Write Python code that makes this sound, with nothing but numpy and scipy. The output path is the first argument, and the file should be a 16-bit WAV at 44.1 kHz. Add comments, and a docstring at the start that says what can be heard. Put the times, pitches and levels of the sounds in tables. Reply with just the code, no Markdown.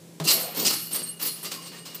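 """One kick on a heavy bag

In a large, quiet hall with a low ventilation hum, a shin slaps the leather and the hanging bag booms.
The bag jumps and drops back onto its mount: the straps tug, the chain clashes and links snap taut.
As it swings on, the chain jerks more and more weakly, loose links ring and the swivel squeaks.
Slap, tugs and clashes are dense ticks, filtered; boom and rings are dying sines; squeaks are narrow noise."""
import sys
import numpy as np
from scipy import signal
from scipy.fft import rfft, irfft
from scipy.io import wavfile
from scipy.ndimage import uniform_filter1d

SR = 44100
rng = np.random.default_rng(int(sys.argv[2]) if len(sys.argv) > 2 else 0)


def persist_wave(psi):
    """Save psi, clipped to +-1, as 16-bit WAV."""
    counts = np.round(np.clip(psi, -1, 1) * 32767).astype(np.int16)
    wavfile.write(sys.argv[1], SR, np.atleast_2d(counts).T)


N = 88200
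T = np.arange(N) / SR

# EQ curves for the air, the shin on leather, the straps, the chain's clash and jingle, and the mount.
# Each row: frequency in Hz, relative gain in dB.
AIR_EQ = [(25, -44), (55, -52), (85, -21), (125, -4), (170, -4.5), (215, -5.5), (330, -6.5), (500, -9.5),
          (700, -19), (1500, -26), (4000, -25), (8000, -24), (15000, -31.5)]
SLAP_EQ = [(25, 4), (70, -22), (150, 1), (280, 0), (480, 1.5), (700, -2), (1300, -9), (2000, -15),
           (4000, -12.5), (8000, -21), (15000, -27)]
STRAP_EQ = [(45, -52), (100, -31), (150, 2.5), (230, 4), (450, 0), (620, -8), (1200, -12.5), (4000, -63)]
CLASH_EQ = [(60, -83), (300, -29), (1500, -37.5), (2200, -10), (2800, -1), (3500, -6), (4300, 2), (5100, 2),
            (6200, -2.5), (8200, -2.5), (9500, -6.5), (12000, -15.5), (15000, -5)]
JINGLE_EQ = [(100, -38), (2000, -15.5), (6000, -36), (8000, -2), (9400, -12), (11200, 7.5), (12800, 5),
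             (13800, -17), (14550, 9.5), (15100, 3)]
MOUNT_EQ = [(50, -42), (120, -9), (250, -2.5), (450, 2), (800, -4.5), (1150, -0.5), (1550, -6),
            (2100, -3.5), (4000, -4.5), (10000, -45)]
# Resonances of the bag, the swivel hook and the links.
# Each row: pitch in Hz, relative level in dB, seconds to fall 60 dB.
BAG_MODES = [(156.8, -26, 0.64), (249, -46, 0.11), (446, -32, 0.09), (640, -31, .07)]
HOOK_MODES = [(1850, -13, .15), (2853, -7, .5), (3914, -5, .17), (4237, -1.5, .32), (4325, 1.5, .2),
              (4560, 1, .2), (4660, -3, .26), (4775, 2, .13), (4900, 1, .19), (5340, -8, .4),
              (5660, -5, .1), (6500, -6, .12)]
LINK_MODES = [(8595, -1, .16), (9972, -4, .22), (10950, 0, .12), (11050, 0, .06), (11515, -.5, .3),
              (14555, 4, .24), (14610, 0, .08)]
# Jerks of the chain. Each row: start and hold in seconds, then clash, jingle and mount knock in dB.
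CHAIN_JERKS = [(0.241, 0.035, -30, -35, -51), (0.275, 0.032, -19, -26.5, -33),
               (0.304, 0.011, -16.5, -24, -30), (0.321, 0.021, -38, -19, -38), (0.365, 0.06, -39, -37, -39),
               (0.433, 0.16, -58, -54, -45.5),          (0.544, 0.015, -37.5, -38, -41),
               (0.563, 0.024, -32, -34, -39.5), (0.592, 0.014, -27, -44, -37.5),
               (0.615, 0.029, -32.5, -32, -46), (0.649, 0.0097, -20.5, -43, -35),
               (0.662, 0.02, -19, -30, -34.5), (0.703, 0.005, -31, -23, -29.5),
               (0.728, 0.015, -28, -27, -38), (0.766, 0.11, -47.5, -37, -87),
               (0.91, 0.034, -36.5, -32.5, -50), (0.942, 0.025, -32.5, -30.5, -38),
               (0.985, 0.034, -42.5, -59, -44), (1.063, 0.014, -47, -38, -52.5),
               (1.196, 0.021, -37.5, -38, -43), (1.212, 0.027, -33.5, -32.5, -40),
               (1.249, 0.035, -31, -29.5, -41.5), (1.356, 0.065, -48, -47, -54.5),
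               (1.429, 0.0098, -44, -34, -44), (1.445, 0.022, -33, -64, -40),
               (1.514, 0.0084, -30, -43, -37.5), (1.535, 0.016, -39, -43, -44),
               (1.614, 0.034, -45.5, -55, -52), (1.659, 0.017, -39, -52, -48),
               (1.715, 0.073, -47, -58.5, -48.5), (1.853, 0.017, -38.5, -50, -46.5),
               (1.873, 0.091, -48, -80, -52), (1.95, 0.0039, -41, -45, -45.5),
               (1.979, 0.032, -47.5, -62, -51)]
# The bag lands in its straps. Each row: start in seconds, hold in seconds, level in dB.
STRAP_TUGS = [(0.249, 0.019, -34.5), (0.322, 0.031, -38.5), (0.567, 0.043, -34), (0.621, 0.052, -36),
              (0.906, 0.123, -45.5), (1.223, 0.076, -47)]
# Two links snap taut. Each row: start in seconds, level in dB.
LINK_SNAPS = [(0.2533, -27), (0.2765, -18), (0.2865, -15.5), (0.6, -25), (0.667, -17), (1.267, -27),
              (1.517, -36), (1.947, -33)]
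# Links swinging free. Each row: start in seconds, pitch in Hz, level in dB, seconds to fall 60 dB.
LINK_CLINKS = [(0.267, 2745, -15.5, 0.052), (.276, 4830, -10, 0.061), (.284, 4300, -16.5, 0.15),
               (0.287, 4060, -16, 0.1), (0.307, 11450, -29.5, 0.55), (0.288, 14555, -31, 0.36),
               (0.395, 14555, -31, 0.42), (0.423, 8530, -34, 0.43), (0.566, 14500, -28, 0.8),
               (.65, 4950, -10.5, 0.071), (0.659, 7187, -18, 0.12), (0.669, 5690, -10, 0.055),
               (0.75, 9970, -28.5, 0.16), (.78, 11535, -40, 0.7), (0.927, 8620, -24, 0.27),
               (0.941, 14460, -20, 0.13), (.95, 9975, -28, 0.21), (1.018, 8600, -30, 0.35),
               (1.062, 4255, -35, 0.12), (1.088, 8610, -24.5, 0.093), (1.109, 10955, -25.5, 0.073),
               (1.218, 4750, -29.5, 0.18), (1.222, 14560, -23, 0.28), (1.222, 9972, -27, 0.22),
               (1.264, 10940, -25, 0.14), (1.276, 4240, -35, 0.23), (1.313, 9970, -33, 0.41),
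               (1.425, 8590, -31.5, 0.11), (1.62, 8600, -41, 0.42), (1.78, 8595, -43, 0.32),
               (1.943, 14560, -31, 0.1)]
# The swivel rubs. Each row: start and hold in seconds, pitch and bandwidth in Hz, level in dB.
SWIVEL_SQUEAKS = [(0.348, 0.14, 687, 205, -42), (0.37, 0.1, 517, 91, -45.5), (0.762, 1.4, 2863, 98, -55.5),
                  (1.553, 0.04, 1080, 70, -48.5), (1.736, 0.065, 1843, 52, -57)]
# The hall's reverb. Each row: frequency in Hz, seconds to fall 60 dB.
HALL_DECAY = [(125, 1), (500, 0.27), (1200, 0.7), (5000, 0.47), (9000, 0.58), (15000, 0.4)]

KICK_S = 0.2
ATTACK_S, RELEASE_S = 0.013, 0.015
BAG_SEND_DB, METAL_SEND_DB, CLINK_SEND_DB = -16, -7, -13


def amp(db):
    """Decibels to gain."""
    return 10 ** (np.asarray(db) / 20)


def unit(x):
    """Scales to rms 1."""
    return x / np.sqrt(np.mean(x ** 2) + 1e-20)


def curve_at(points, hz):
    """Reads a curve on a log-frequency axis."""
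    f, value = np.transpose(points)
    return np.interp(np.log(hz + 1), np.log(f + 1), value)


def convolve(x, response):
    """Plays x through a response scaled to energy 1."""
    return signal.fftconvolve(x, response / np.linalg.norm(response))[:N]


def eq(x, curve, size=8192):
    """Minimum-phase EQ: nothing rings ahead of a hit."""
    hz = abs(np.fft.fftfreq(size, 1 / SR))
    log_gain = np.log(amp(curve_at(curve, hz)))
    spectrum = np.exp(np.conj(signal.hilbert(log_gain)))
    return convolve(x, np.fft.ifft(spectrum).real[:size // 2])


def narrow_noise(hz, width_hz):
    """One band of noise, rms 1."""
    f = np.fft.rfftfreq(N, 1 / SR)
    band = 1 / (1 + (2 * (f - hz) / width_hz) ** 4)
    return unit(irfft(rfft(rng.standard_normal(N)) * band, N))


def swell(start, hold):
    """Soft attack around the start, hold and exponential release."""
    rise = np.clip((T - start) / ATTACK_S + .5, 0, 1)
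    release = np.exp(-np.maximum(T - start - hold, 0) / RELEASE_S)
    return np.sin(rise * np.pi / 2) ** 2 * release


def ring(start, hz, db, t60, rise_s=1 / SR):
    """One resonance: a dying sine."""
    age = np.maximum(T - start, 0)
    return np.minimum(age / rise_s, 1) * amp(db - 60 * age / t60) * np.sin(2 * np.pi * hz * age)


def contacts(per_second=4500, spread_db=2):
    """A dense crackle of uneven contact ticks, levelled to rms 1."""
    size = amp(spread_db * np.minimum(rng.exponential(1, N), 4))
    ticks = size * rng.choice([-1, 1], N) * (rng.random(N) < per_second / SR)
    local_power = abs(uniform_filter1d(ticks ** 2, size=700))
    return ticks / np.sqrt(local_power + 1e-6)


def ventilation(air_db=-50, hum_db=-51.5, hum_hz=168.3):
    """A bed of soft air noise and a wavering hum."""
    hum = np.sin(2 * np.pi * hum_hz * T) + 0.065 * narrow_noise(hum_hz, width_hz=110)
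    air = eq(rng.standard_normal(N), AIR_EQ)
    return amp(air_db) * unit(air) + amp(hum_db) * unit(hum)


def leather_slap(level_db=-29.5, t60=0.22, crack_db=4.5, crack_s=0.0028):
    """Shin meets leather: a fast-dying burst with an extra crack on the front."""
    age = np.maximum(T - KICK_S, 0)
    envelope = (T >= KICK_S) * amp(level_db + crack_db * np.exp(-age / crack_s) - 60 * age / t60)
    return eq(contacts() * envelope, SLAP_EQ)


def bag_boom(choke_s=0.053):
    """The kicked bag rings low until the kicking leg damps it and chokes the boom."""
    boom = sum(ring(KICK_S, hz, db, t60, rise_s=0.0093) for hz, db, t60 in BAG_MODES)
    choke = np.exp(-np.maximum(T - KICK_S - choke_s, 0) / RELEASE_S)
    return boom * choke


def chain_jerks(hook_db=-12.5, links_db=-10):
    """Each jerk is a burst of link contacts that rings hook and links and knocks in the mount."""
    rows = np.array(CHAIN_JERKS)
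    bursts = np.array([swell(start, hold) for start, hold in rows[:, :2]])
    # Three envelopes; overlapping jerks add in power.
    clash, jingle, knock = (np.sqrt(amp(db) ** 2 @ bursts ** 2) for db in rows[:, 2:].T)
    heavy, light = contacts(), contacts()
    rattle = eq(heavy * clash, CLASH_EQ) + eq(light * jingle, JINGLE_EQ)
    mount = eq(contacts() * knock, MOUNT_EQ)
    growth = 0.82  # dB of ring per dB of jerk: a taut chain damps itself
    hook = convolve(heavy * clash ** growth, sum(ring(0, *mode) for mode in HOOK_MODES))
    links = convolve(light * jingle ** growth, sum(ring(0, *mode) for mode in LINK_MODES))
    return rattle + mount + amp(hook_db) * hook + amp(links_db) * links


def strap_tugs():
    """Dull tugs as the straps take the bag's weight."""
    strain = sum(amp(db) * swell(start, hold) for start, hold, db in STRAP_TUGS)
    return eq(contacts() * strain, STRAP_EQ)


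def link_snaps(modes=7, low_hz=3482, high_hz=12110, t60=0.029):
    """Links snap taut, and each hard contact rings its own handful of short, bright modes."""
    pitches = rng.uniform(low_hz, high_hz, (len(LINK_SNAPS), modes))
    snaps = sum(ring(start, hz, db, t60)
                for (start, db), cluster in zip(LINK_SNAPS, pitches) for hz in cluster)
    return snaps / np.sqrt(modes)


def link_clinks(flutter_db=3):
    """Loose links ring on at one of their high modes, fluttering as they tumble."""
    clinks = np.zeros(N)
    for start, hz, db, t60 in LINK_CLINKS:
        flutter = amp(flutter_db * narrow_noise(0, width_hz=70))
        clinks += ring(start, hz, db, t60, rise_s=0.009) * flutter
    return clinks


def swivel_squeaks():
    """Metal rubs in the swivel: short, rough squeaks and one long, faint one."""
    return sum(amp(db) * swell(start, hold) * narrow_noise(hz, width)
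               for start, hold, hz, width, db in SWIVEL_SQUEAKS)


def hall_reverb(send, fade_in_s=0.0088):
    """The hall answers with a diffuse tail, each band dying at its own speed."""
    hz, t, noise = signal.stft(rng.standard_normal(N), SR, nperseg=256)
    decay = amp(-60 * t / curve_at(HALL_DECAY, hz)[:, None])
    tail = signal.istft(noise * decay, SR, nperseg=256)[1][:N]
    return convolve(send, tail * np.minimum(T / fade_in_s, 1))


def scene():
    """Bag and hardware in the hall, the same in both channels."""
    bag = leather_slap() + bag_boom() + strap_tugs()
    metal = chain_jerks() + swivel_squeaks() + link_snaps()
    clinks = link_clinks()
    send = amp(BAG_SEND_DB) * bag + amp(METAL_SEND_DB) * metal + amp(CLINK_SEND_DB) * clinks
    mono = bag + metal + clinks + hall_reverb(send) + ventilation()
    return np.array([mono, mono])


def record(dry, low_cut_hz=75, high_cut_hz=15250):
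    """The microphone's bass roll-off, then a steep cut of the very top."""
    low_cut = signal.butter(2, low_cut_hz, "high", fs=SR, output="sos")
    high_cut = signal.firwin(401, high_cut_hz, window=("kaiser", 8), fs=SR)
    return signal.oaconvolve(signal.sosfilt(low_cut, dry), high_cut[None], "same")


dry = scene()
out = record(dry)
persist_wave(out)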